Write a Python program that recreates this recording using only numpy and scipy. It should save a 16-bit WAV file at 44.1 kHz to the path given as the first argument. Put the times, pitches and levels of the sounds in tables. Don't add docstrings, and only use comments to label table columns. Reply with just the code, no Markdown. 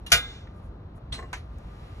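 import sys
import numpy as np
from scipy import signal
from scipy.fft import rfft, irfft
from scipy.io import wavfile

SR = 44100
rng = np.random.default_rng(int(sys.argv[2]) if len(sys.argv) > 2 else 0)


def wav_out(sig):
    wavfile.write(sys.argv[1], SR, np.round(np.clip(np.atleast_2d(sig).T, -1, 1) * 32767).astype(np.int16))


N = 88200
TIME = np.arange(N) / SR
FREQS = np.maximum(np.arange(N + 1) * SR / (2 * N), 1)

# t/s, level/dB, ring/dB (extra gain on the distinct modes)
LINKAGE_BLOWS = [(0.1185, -13, 0.5)]
# t/s, level/dB
LOOSE_CHATTER = [(0.1025, -41.5), (0.1155, -33.5), (0.1195, -18.5), (0.1255, -15), (0.128, -16.5),
                 (0.1415, -21), (0.172, -30.5), (0.181, -42)]
# f/Hz, level/dB, t60/s
FRAME_RING = [(684, -11, .18), (1235, -16, .24), (1321, -25, .42), (1458, -3, .19), (1575, -14, .16),
              (1618, -22, .5), (1875, -11, .17), (1966, -11, .17), (2070, -20, .5), (2213, -9, .17),
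              (2393, -4, .19), (2480, -13, .12), (2811, -2.5, .17), (3127, -4, .19), (3192, -25, .4),
              (3552, -8, .42), (3722, -15, .12), (3847, -21, .46), (4118, -30, .55), (4305, -13, .14),
              (4638, -10, .13), (4757, -9, .13), (5960, -13, .14), (6222, -16, .17), (6785, -18, .22),
              (7507, -15, .15), (9391, -9, .11), (10148, -11, .13), (11567, -20, .15), (13720, -16, .13)]
# f/Hz, density/dB, t60/s
FRAME_SHIMMER = [(200, -17, 0.67), (326, -26.5, 0.9), (476, -9.5, 0.29), (900, -17, 0.42), (1520, -1, 0.1),
                 (2500, -1.5, .2), (4200, -1.5, .19), (6200, -1.5, 0.11), (8500, -7.5, 0.18),
                 (11120, -6.5, 0.18), (12200, -22, .13), (14000, -17.5, 0.051)]
# t/s, level/dB, ring/dB
LATCH_BLOWS = [(0.0635, -42, 4)]
# f/Hz, level/dB, t60/s
LATCH_RING = [(2840, 0, .12), (3500, -5, .09), (4090, -3, .08), (5660, -11, .1), (6630, -15, .1),
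              (8600, -15, .12)]

# t/s, level/dB, ring/dB
PIN_CLINKS = [(1.1215, -42.5, -9), (1.125, -38.5, 7.5), (1.139, -37, -11)]
# f/Hz, level/dB, t60/s
PIN_RING = [(1970, -14, .14), (2810, -19, .55), (4145, -3, .21), (5938, -16, .16), (7806, -17, .28),
            (8150, -13, .12), (8720, -14, .12), (9420, -14, .12), (10140, -19, .17), (13750, -37, .2)]
# f/Hz, density/dB, t60/s
PIN_SHIMMER = [(400, -9.5, 0.6), (1200, -0.5, .2), (2200, -2, 0.17), (4000, 5, 0.21), (4780, -6.5, .16),
               (6960, -9.5, 0.24), (10400, -10.5, 0.13), (12200, -32, .12)]
# t/s, level/dB, ring/dB
PLATE_CLACKS = [(1.3292, -30.5, -2), (1.339, -48.5, -12)]
# f/Hz, level/dB, t60/s
PLATE_RING = [(770, -11, .14), (1001, -4, .12), (1230, -9, .09), (1367, -11, .15), (1534, -11, .1),
              (2110, -12, .15), (2347, -9, .13), (3811, -16, .14)]
# f/Hz, density/dB, t60/s
PLATE_SHIMMER = [(300, -5.5, .12), (1000, -0.5, 0.092), (2090, -0.5, 0.18), (3060, -6, 0.17),
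                 (5400, -16.5, 0.27), (6130, -9.5, 0.16), (10900, -14, 0.04), (13000, -34, 0.11)]

# t/s, level/dB, ring/dB
CARRIAGE_KNOCKS = [(1.181, -44, -13), (1.189, -40.5, 3.5), (1.2255, -44, 8)]
# f/Hz, level/dB, t60/s
CARRIAGE_RING = [(452, -7, .14), (1050, -4, .13), (1085, -4, .13), (1780, -10, .08), (1980, -8, .1)]
# f/Hz, density/dB, t60/s
CARRIAGE_SHIMMER = [(200, 0, 0.45), (500, 9, .15), (1080, -3, 0.18), (2080, 1, .1), (3000, -21, 0.11),
                    (8000, -15, 0.11), (14000, -35, 0.092)]
# t/s, level/dB
SLIDE_LEVEL = [(0, -66.5), (0.45, -73.5), (0.6, -66), (0.8, -76), (1.05, -73.5), (1.3, -61.5),
               (1.48, -66.5), (1.6, -61.5), (1.85, -56.5), (1.94, -57), (2.0, -56)]
# f/Hz, density/dB
SLIDE_SPECTRUM = [(400, -2.5), (1200, -9), (2200, -7.5), (4000, -12), (6500, -22.5), (11000, -22),
                  (14000, -46)]

# t/s, level/dB, f/Hz, t60/s
FRAME_HEAVES = [(0.126, -20.5, 72, .15), (1.112, -30.5, 66, .25), (1.652, -32.5, 57, 0.2)]
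# t/s, level/dB, f/Hz, half-width/Hz, t60/s
SHORT_TICKS = [(0.0635, -47.5, 10500, 795, .12), (0.101, -49.5, 10500, 800, .05),
               (0.4713, -46.5, 1637, 900, 0.045), (0.980, -45, 864, 300, .05),
               (1.1225, -31.5, 3490, 170, 0.074), (1.366, -60, 10350, 700, 0.17),
               (1.584, -52.5, 8000, 2490, 0.021)]
# t/s, length/s, level/dB
SEAT_BRUSHES = [(0.53, 0.086, -75.5), (0.611, 0.084, -74.5), (0.945, .05, -70.5)]
# f/Hz, density/dB
CLOTH_SPECTRUM = [(1500, -19), (6000, 2), (11000, 12), (14000, -34)]
# f/Hz, density/dB
TRAFFIC_SPECTRUM = [(22, -25), (36, -7), (48, 3.5), (70, 2), (125, -6), (190, -11.5), (330, -18.5),
                    (650, -24.5), (1300, -30.5), (2200, -44.5), (4000, -46.5), (8000, -78.5),
                    (14000, -68.5)]

# f/Hz, phase/rad
STEREO_PHASE = [(20, 0), (200, 0), (400, .4), (700, 1.1), (1000, -.1), (1800, .6), (2400, 1.7), (3300, 3.1),
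                (4100, 4.3), (4700, 3.9), (5700, 6.1), (7000, 7.3), (9000, 9.4), (11000, 11), (12200, 12.4),
                (14000, 13.1)]
# f/Hz, level/dB
STEREO_BALANCE = [(100, 0), (380, 1), (690, 4), (1280, 2.8), (2360, -1.5), (4360, -.5), (8000, 0)]
# f/Hz, level/dB
SIDE_LEVEL = [(50, -36.5), (130, -26.5), (300, -14), (700, -1), (1500, -2), (5000, -9.5), (12000, -28)]

ATTACK_S = .0008


def linkage_clank():
    blow = struck(LINKAGE_BLOWS, FRAME_RING, FRAME_SHIMMER)
    return blow + shimmer(LOOSE_CHATTER, FRAME_SHIMMER, t60_scale=0.4)


def latch():
    return struck(LATCH_BLOWS, LATCH_RING, PIN_SHIMMER)


def weight_stack():
    return struck(PIN_CLINKS, PIN_RING, PIN_SHIMMER) + struck(PLATE_CLACKS, PLATE_RING, PLATE_SHIMMER)


def carriage(roller_hz=1198, half_width_hz=5, roller_db=-1):
    knocks = struck(CARRIAGE_KNOCKS, CARRIAGE_RING, CARRIAGE_SHIMMER)
    roller = from_db(roller_db) * resonant_noise(roller_hz, half_width_hz)
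    motion = from_db(np.interp(TIME, *np.transpose(SLIDE_LEVEL)))
    return knocks + motion * (coloured(SLIDE_SPECTRUM) + roller)


def frame_thumps(overtone_ratio=1.9, overtone_db=-5):
    out = 0
    for s, db, hz, t60 in FRAME_HEAVES:
        phase = 2 * np.pi * hz * (TIME - s)
        sway = np.sin(phase) + from_db(overtone_db) * np.sin(overtone_ratio * phase)
        out += from_db(db) * decay(s, t60, attack_s=0.0027) * sway
    return out


def ticks():
    return sum(from_db(db) * decay(s, t60) * resonant_noise(hz, half_width)
               for s, db, hz, half_width, t60 in SHORT_TICKS)


def clothes():
    swells = sum(from_db(db) * np.sin(np.pi * np.clip((TIME - s) / length, 0, 1))
                 for s, length, db in SEAT_BRUSHES)
    return coloured(CLOTH_SPECTRUM) * swells


def wall_echo(sound, delay_s=0.15, spread_s=0.093, level_db=-30.5, cut_hz=8500):
    cluster = rng.standard_normal(N) * np.exp(-.5 * ((TIME - delay_s) / spread_s) ** 2)
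    cluster /= np.sqrt(np.sum(cluster ** 2))
    walls = rfft(cluster, 2 * N) * from_db(level_db) / (1 + (FREQS / cut_hz) ** 4)
    return irfft(rfft(sound, 2 * N) * walls)[:, :N]


def distant_traffic(level_db=-41):
    return from_db(level_db) * coloured(TRAFFIC_SPECTRUM)


def struck(hits, modes, fine_modes, vary_db=.5, twin_db=-9, split_hz=16):
    ring = np.zeros(N)
    for s, db, ring_db in hits:
        age = TIME - s
        for hz, mode_db, t60 in modes:
            strength = from_db(db + ring_db + mode_db + vary_db * rng.standard_normal())
            twin_hz = hz + split_hz * rng.uniform(.5, 2.2) * rng.choice([-1, 1])
            start_cycles = rng.random()
            mode = np.sin(2 * np.pi * (hz * age + start_cycles))
            twin = from_db(twin_db) * np.cos(2 * np.pi * (twin_hz * age + start_cycles))
            ring += strength * decay(s, t60) * (mode + twin)
    return ring + shimmer(hits, fine_modes)


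def shimmer(hits, fine_modes, t60_scale=1, tail_db=-23.5, tail_cut_hz=1700):
    spectrum = rfft(coloured(fine_modes))
    centres_hz = np.geomspace(150, 15000, 12)
    tail_power = sum((from_db(db + tail_db) * decay(s, t60=0.84, attack_s=0.014)) ** 2
                     for s, db, *_ in hits)
    out = 0
    for hz in centres_hz:
        band = np.interp(np.log(FREQS[::2]), np.log(centres_hz), centres_hz == hz)
        t60 = t60_scale * at_hz(fine_modes, hz, column=2)
        direct_power = sum((from_db(db) * decay(s, t60)) ** 2 for s, db, *_ in hits)
        wall_power = tail_power / (1 + (hz / tail_cut_hz) ** 2) ** 2
        out += irfft(spectrum * band) * np.sqrt(direct_power + wall_power)
    return out


def decay(s, t60, attack_s=ATTACK_S):
    age = np.maximum(TIME - s, 0)
    rise = 1 - np.exp(-age / attack_s)
    return rise * np.exp(-np.minimum(np.log(1000) * age / t60, 50))


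def noise(gains):
    mid, side = rfft(rng.standard_normal((2, 2 * N))) * gains
    side *= from_db(at_hz(SIDE_LEVEL, FREQS))
    stereo = irfft(np.array([mid + side, mid - side]))[:, :N]
    return stereo / np.sqrt(np.mean(stereo ** 2) + 1e-20)


def resonant_noise(hz, half_width_hz):
    return noise(1 / (1 + ((FREQS - hz) / half_width_hz) ** 2))


def coloured(spectrum):
    return noise(from_db(at_hz(spectrum, FREQS)))


def at_hz(rows, hz, column=1):
    rows = np.array(rows)
    return np.interp(np.log(hz), np.log(rows[:, 0]), rows[:, column])


def from_db(db):
    return 10 ** (np.asarray(db) / 20)


def scene():
    clank = linkage_clank()
    machine = clank + latch() + weight_stack() + carriage() + frame_thumps()
    yard = distant_traffic() + wall_echo(clank)
    return machine + ticks() + clothes() + yard


def record(dry, ceiling=0.81, cutoff_hz=14200):
    sides = np.array([[.5], [-.5]])
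    balance = from_db(sides * at_hz(STEREO_BALANCE, FREQS))
    phase_shift = np.exp(1j * sides * at_hz(STEREO_PHASE, FREQS))
    heard = irfft(rfft(dry, 2 * N) * balance * phase_shift)[:, :N]
    rounded = heard / (1 + (heard / ceiling) ** 6) ** (1 / 6)
    lowpass = signal.ellip(10, .1, 80, cutoff_hz, fs=SR, output="sos")
    return signal.sosfilt(lowpass, rounded)


dry = scene()
out = record(dry)
wav_out(out)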